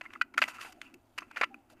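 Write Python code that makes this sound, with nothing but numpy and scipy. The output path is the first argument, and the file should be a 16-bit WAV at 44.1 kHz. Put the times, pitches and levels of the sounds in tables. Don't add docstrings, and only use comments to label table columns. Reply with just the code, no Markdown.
import sys
import numpy as np
from scipy import signal
from scipy.fft import rfft, irfft
from scipy.io import wavfile
from scipy.ndimage import uniform_filter1d

SR = 44100
rng = np.random.default_rng(int(sys.argv[2]) if len(sys.argv) > 2 else 0)


def bounce(signal):
    frames = np.transpose(np.atleast_2d(signal))
    limited = np.clip(frames, -1, 1)
    pcm = np.round(limited * 32767).astype(np.int16)
    wavfile.write(sys.argv[1], SR, pcm)


N = 79380
TIME = np.arange(N) / SR
BRIEF = np.arange(2600) / SR
FILTER_HZ = np.maximum(np.fft.rfftfreq(2048, 1 / SR), 10)

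KNOCK_ATTACK_S, CONTACT_EDGE_HZ = 0.0014, 3400
CRUNCH_RISE_S, CRUNCH_FALL_S, FRACTURES_PER_S, FRACTURE_SPREAD_DB = 0.0011, 0.0021, 9000, 1.5
CLAY_CENTRE_HZ, BASS_EDGE_HZ, TREBLE_EDGE_HZ = 1919, 1900, 4600
CRACK_EVENNESS = 0.4
SLIPS_PER_S, SLIP_SPREAD_DB = 2800, 3.5
GRAINS_PER_S, GRAIN_SPREAD_DB, GRAIN_WIDTH_HZ = 11000, 3.5, 600
SLIDE_DB = -1.5
GAP_WIDTH_HZ, DRAG_WIDTH_HZ = 100, 330
SQUEAK_WAVER = 0.01
STEEL_WIDTH_HZ = 38
STEEL_TOP_HZ, STEEL_TOP_DB, STEEL_TOP_WIDTH_HZ = (3570, 13740), 4.5, 56
CRUNCH_STEEL_DB, SLIDE_STEEL_DB = -7, -3.5
AIR_DB = -69
ROOM_DB, ROOM_T60_S, ROOM_DULL_HZ = -33, 0.16, 3500
CUTOFF_HZ = 15500


def from_db(db):
    return 10 ** (np.asarray(db) / 20)


def rms_one(x):
    return x / np.sqrt(np.mean(x ** 2) + 1e-20)


def in_time(rows):
    s, *columns = np.transpose(rows)
    return [np.interp(TIME, s, c) for c in columns]


def at_hz(points, hz):
    f, db = np.transpose(points)
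    return np.interp(np.log(hz), np.log(f), db)


def add(out, s, sound):
    i = max(int(s * SR), 0)
    out[i:i + len(sound)] += sound[:max(N - i, 0)]


def clicks(per_s, spread_db, size):
    strength = from_db(spread_db * np.minimum(rng.exponential(1, size), 4))
    happens = rng.random(size) < per_s / SR
    return happens * strength * rng.choice([-1, 1], size) + 1e-12


def coloured(x, level_db):
    cepstrum = irfft(np.log(from_db(level_db)))
    half = len(cepstrum) // 2
    folded = np.concatenate([cepstrum[:1], 2 * cepstrum[1:half], np.zeros(half)])
    response = irfft(np.exp(rfft(folded)))
    return rms_one(signal.fftconvolve(x, response)[:len(x)])


def resonance(hz, width_hz):
    lowpass = signal.butter(2, width_hz / 2, fs=SR, output="sos")
    sway = signal.sosfilt(lowpass, rng.standard_normal((2, N + SR)))[:, SR:]
    phase = 2 * np.pi * np.cumsum(hz * np.ones(N)) / SR
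    return rms_one(sway[0] * np.cos(phase) + sway[1] * np.sin(phase))


def peak(x, hz, width_hz):
    r = np.exp(-np.pi * width_hz / SR)
    b = np.array([1, 0, -1]) * (1 - r * r) / 2
    a = [1, -2 * r * np.cos(2 * np.pi * hz / SR), r * r]
    return signal.lfilter(b, a, x)


def knock(t60):
    rise = np.minimum(BRIEF / KNOCK_ATTACK_S, 1)
    return rise * from_db(-60 * np.maximum(BRIEF - KNOCK_ATTACK_S, 0) / t60)


def bowl():
    # (time [s], level [dB])
    murmur_level = [(0, -69), (.15, -61), (.3, -65.5), (.42, -53), (.52, -64.5), (.91, -64), (.95, -53),
                    (1.01, -73.5), (1.15, -72.5), (1.22, -62), (1.35, -67.5), (1.44, -58.5), (1.55, -57.5),
                    (1.62, -73), (1.7, -70), (1.8, -60.5)]
    # (frequency [Hz], width [Hz], level relative to the others [dB])
    low_modes = [(240.9, 39, -2), (290, 86, 1.5), (346.8, 75, -2.5)]
    murmur = sum(from_db(db) * resonance(hz, width) for hz, width, db in low_modes)
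    level_db, = in_time(murmur_level)
    return from_db(level_db) * rms_one(murmur)


def still_air():
    # (frequency [Hz], relative level [dB])
    air_colour = [(25, -1.5), (75, -3.5), (110, 1.5), (165, -13.5), (260, -5.5), (450, -14), (680, -4.5),
                  (1000, -11.5), (2000, -24), (4000, -35.5), (15000, -32)]
    noise = coloured(rng.standard_normal(N + SR), at_hz(air_colour, FILTER_HZ))[SR:]
    return from_db(AIR_DB) * noise


def rub():
    # (time [s], level [dB])
    rub_level = [(0, -79), (.04, -56), (.09, -66), (.15, -56), (.19, -69.5), (.32, -79.5), (.45, -46.5),
                 (.47, -50.5), (.5, -45.5), (.535, -56.5), (.553, -44.5), (.575, -52), (.62, -48),
                 (.67, -50.5), (.745, -70.5), (.805, -73), (.83, -58.5), (.87, -63.5), (1, -81),
                 (1.16, -80.5), (1.2, -56), (1.29, -73), (1.35, -62), (1.4, -49.5), (1.46, -66), (1.5, -70),
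                 (1.68, -82), (1.71, -66), (1.76, -76), (1.8, -64.5)]
    # (frequency [Hz], relative level [dB])
    rub_colour = [(250, -15.5), (500, -7), (900, -1), (1400, 6.5), (2000, -0.5), (2700, 5), (3400, -15),
                  (6000, -16.5), (13000, -27), (15500, -37)]
    slips = clicks(SLIPS_PER_S, SLIP_SPREAD_DB, size=N)
    level_db, = in_time(rub_level)
    return from_db(level_db) * coloured(slips, at_hz(rub_colour, FILTER_HZ))


def grit():
    # (time [s], level [dB])
    grit_level = [(0, -79.5), (.34, -95), (.4, -62.5), (.445, -56.5), (.47, -69), (.49, -49.5),
                  (.53, -71.5), (.553, -58.5), (.578, -79), (.617, -52), (.7, -63), (.745, -79.5),
                  (.81, -77), (.85, -69), (.92, -86.5), (1.16, -79.5), (1.2, -69.5), (1.26, -84.5),
                  (1.44, -72.5), (1.47, -83), (1.692, -86.5), (1.701, -64.5), (1.733, -70.5), (1.75, -91)]
    # (frequency [Hz], relative level [dB])
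    grit_colour = [(1500, -20), (3000, 5), (4500, -2), (7000, -3.5), (10000, -6.5), (13200, -9.5),
                   (15500, -26)]
    pitches = np.linspace(1500, 15000, 24)
    ticks = np.zeros(N)
    for hz in pitches:
        grains = clicks(GRAINS_PER_S / len(pitches), GRAIN_SPREAD_DB, size=N)
        ticks += peak(grains, hz, GRAIN_WIDTH_HZ)
    level_db, = in_time(grit_level)
    return from_db(level_db) * coloured(ticks, at_hz(grit_colour, FILTER_HZ))


def steadied(burst, shape):
    burst = burst * np.sqrt(np.mean(shape ** 2))
    wanted, found = uniform_filter1d(np.array([shape, burst]) ** 2, size=130, axis=1) + 1e-3
    return burst * (wanted / found) ** (np.clip(CRACK_EVENNESS, 0, 1) / 2)


def crunches():
    # (time [s], length before the fall [s], level [dB], bass change [dB], treble change [dB], centre [Hz])
    cracks = [(0.0102, 0.0058, -38, 3.5, -0.5, 1860), (0.053, 0.0071, -47.5, 2, -29, 1700),
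              (0.1047, 0.00079, -44.5, -3, -34, 1760), (0.135, 0.00084, -38, -1, 2.5, 2030),
              (0.152, 0.0047, -45.5, 3, -36, 1490), (0.2118, 0.009, -34, -5, 2.5, 2075),
              (0.3391, 0.0074, -46.5, 1.5, 10, 1550), (0.3747, 0.0022, -34, -2.5, 6, 1620),
              (0.378, 0.0031, -23.5, 2, 9, 2030), (0.3825, 0.01, -32.5, -0.5, 9, 1670),
              (0.4171, 0.0077, -20, 1.5, 0, 1944), (0.427, 0.006, -33.5, -12, -2, 2170),
              (0.4377, 0.0027, -24.5, 2.5, 7, 1900), (0.479, 0.0073, -37, 9, 14, 2040),
              (0.61, 0.0062, -41, -13, 5, 2100), (0.628, 0.0052, -49, -16, 9, 1900),
              (0.646, 0.0054, -44.5, 9, 6, 1590), (0.7223, 0.0059, -53, 4, 21.5, 2050),
              (0.8151, 0.0019, -39, -5, 10, 2330), (0.94, 0.0042, -55.5, -2.5, 20.5, 1924),
              (1.1778, 0.0028, -38.5, 4.5, 8.5, 1965), (1.181, 0.0075, -32.5, 0.5, 9.5, 1960),
              (1.206, 0.0024, -53.5, 0, 12.5, 1990), (1.2184, 0.011, -51.5, 9.5, 5, 1730),
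              (1.311, 0.0049, -48.5, -10.5, 8, 1190), (1.36, 0.0087, -40, 5, 0.5, 2040),
              (1.369, 0.012, -39, 1, 8, 1800), (1.385, 0.0082, -48.5, 4, 6, 1900),
              (1.4118, 0.0058, -22.5, 0, 0, 1610), (1.422, 0.012, -33.5, -4, -6.5, 1620),
              (1.433, 0.0043, -22, 1, -6, 1700), (1.4392, 0.0041, -28.5, -2, -3.5, 2000),
              (1.543, 0.00038, -42.5, 26.5, 25.5, 1903), (1.699, 0.0036, -60, 24, 26, 1540)]
    # (frequency [Hz], relative level [dB])
    clay_colour = [(30, -43.5), (100, -31.5), (170, -38), (260, -23), (450, -16), (650, -8.5), (900, -6.5),
                   (1350, -0.5), (2000, 2.5), (2700, 2.5), (3400, -12.5), (5000, -18.5), (7000, -28),
                   (10000, -35), (13500, -36.5), (15500, -47)]
    out = np.zeros(N)
    bass = 1 / (1 + (FILTER_HZ / BASS_EDGE_HZ) ** 4)
    treble = 1 / (1 + (TREBLE_EDGE_HZ / FILTER_HZ) ** 6)
    for s, length, db, bass_db, treble_db, hz in cracks:
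        rise = np.minimum(BRIEF / CRUNCH_RISE_S, 1)
        shape = rise * np.exp(-np.maximum(BRIEF - length, 0) / CRUNCH_FALL_S)
        colour = at_hz(clay_colour, FILTER_HZ * CLAY_CENTRE_HZ / hz)
        colour = colour + bass_db * bass + treble_db * treble
        fractures = shape * clicks(FRACTURES_PER_S, FRACTURE_SPREAD_DB, size=len(BRIEF))
        burst = coloured(fractures, colour)
        add(out, s, from_db(db) * steadied(burst, shape))
    return out


def steel(x):
    # (frequency [Hz], share [dB])
    steel_modes = [(1007, 0), (1354, 1.5), (1480, -7.5), (1989, 4), (2634, 0), (3009, -3), (4566, -10.5)]
    top_hz = rng.uniform(*STEEL_TOP_HZ, size=18)
    top = sum(peak(x, hz, STEEL_TOP_WIDTH_HZ) for hz in top_hz)
    single = sum(from_db(db) * peak(x, hz, STEEL_WIDTH_HZ) for hz, db in steel_modes)
    return from_db(STEEL_TOP_DB) * top + single


def pings():
    # (time [s], level [dB], frequency [Hz], decay by 60 dB [s])
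    knocks = [(.0608, -40, 2120, 0.032), (.1585, -36.5, 1266, 0.013), (0.3866, -26, 1390, .028),
              (.4182, -32.5, 635, 0.032), (.589, -38.5, 1300, 0.017), (.8147, -38.5, 3080, 0.012),
              (.9408, -48.5, 2633, .017), (1.2055, -63.5, 6270, 0.061), (1.2203, -39, 1150, 0.015),
              (1.229, -47.5, 2560, 0.011), (1.3115, -49.5, 888, 0.022), (1.4108, -35.5, 474, 0.024),
              (1.543, -40, 2497, .015)]
    out = np.zeros(N)
    for s, db, hz, t60 in knocks:
        tone = np.sqrt(2) * np.sin(2 * np.pi * (hz * BRIEF + rng.random()))
        add(out, s, from_db(db) * knock(t60) * tone)
    return out


def clinks():
    # (time [s], level [dB], reference pitch of the modes [Hz], decay by 60 dB [s])
    strikes = [(0.2134, -16.5, 1437, 0.0313), (0.3783, -18, 1440, 0.02), (0.4197, -17.5, 1474, 0.031),
               (.8152, -36.5, 1548, 0.013), (1.3696, -26.5, 1380, 0.017)]
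    # (ratio to the reference pitch [-], level before the contact softens it [dB])
    shard_modes = [(.93, -7), (1, 1), (1.05, 0), (1.36, -0.5), (1.44, -8.5), (1.72, -1.5), (2.04, -11),
                   (3.18, -7)]
    out = np.zeros(N)
    ratio, mode_db = np.transpose(shard_modes)
    for s, db, hz, t60 in strikes:
        phases = rng.uniform(0, 2 * np.pi, (len(ratio), 1))
        gains = from_db(mode_db) / (1 + (hz * ratio / CONTACT_EDGE_HZ) ** 6)
        ring = gains @ np.sin(2 * np.pi * hz * ratio[:, None] * BRIEF + phases)
        shape = knock(t60)
        add(out, s, from_db(db) * rms_one(ring * shape) * np.sqrt(np.mean(shape ** 2)))
    return out


def gap_note():
    # (time [s], frequency [Hz], level [dB])
    gap = [(.53, 1450, -76), (.595, 1273, -59), (.655, 894.4, -55.5), (.695, 777, -53.5), (.73, 745, -74),
           (.78, 685, -57.5), (.87, 662, -89)]
    gap_hz, gap_db = in_time(gap)
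    return from_db(gap_db) * resonance(gap_hz, GAP_WIDTH_HZ)


def drags():
    # (time [s], length [s], frequency [Hz], level at the middle of the stroke [dB])
    strokes = [(0.825, 0.071, 2677, -59), (1.297, 0.068, 2427, -59.5), (1.697, 0.058, 638, -63)]
    out = np.zeros(N)
    for s, length, hz, db in strokes:
        swell = np.sin(np.pi * np.clip((TIME - s) / length, 0, 1))
        out += from_db(db) * swell * resonance(hz, DRAG_WIDTH_HZ)
    return out


def squeaks():
    # (time [s], length [s], average frequency [Hz], level at the middle [dB])
    grips = [(1.503, .04, 785, -55), (1.545, .08, 795, -66)]
    out = np.zeros(N)
    for s, length, hz, db in grips:
        t = np.arange(int(length * SR)) / SR
        waver = rms_one(uniform_filter1d(rng.standard_normal(len(t)), size=400))
        phase = 2 * np.pi * np.cumsum(hz * (1 + SQUEAK_WAVER * waver)) / SR
        swell = np.sin(np.pi * t / length)
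        add(out, s, from_db(db) * np.sqrt(2) * swell * np.sin(phase))
    return out


def room(x):
    t = TIME[:SR // 2]
    lowpass = signal.butter(1, min(ROOM_DULL_HZ, SR / 3), fs=SR, output="sos")
    tail = signal.sosfilt(lowpass, rng.standard_normal(len(t))) * from_db(-60 * t / ROOM_T60_S)
    return from_db(ROOM_DB) * signal.fftconvolve(x, tail / np.sqrt(np.sum(tail ** 2)))[:N]


def scene():
    breaking = crunches()
    sliding = from_db(SLIDE_DB) * (rub() + grit() + gap_note())
    ringing = steel(from_db(CRUNCH_STEEL_DB) * breaking + from_db(SLIDE_STEEL_DB) * sliding)
    clay = clinks() + pings() + breaking + sliding + ringing + drags() + squeaks()
    return (clay + room(clay) + bowl() + still_air())[None]


def record(dry):
    lowpass = signal.ellip(10, .3, 70, CUTOFF_HZ, fs=SR, output="sos")
    return signal.sosfilt(lowpass, dry)


dry = scene()
out = record(dry)
bounce(out)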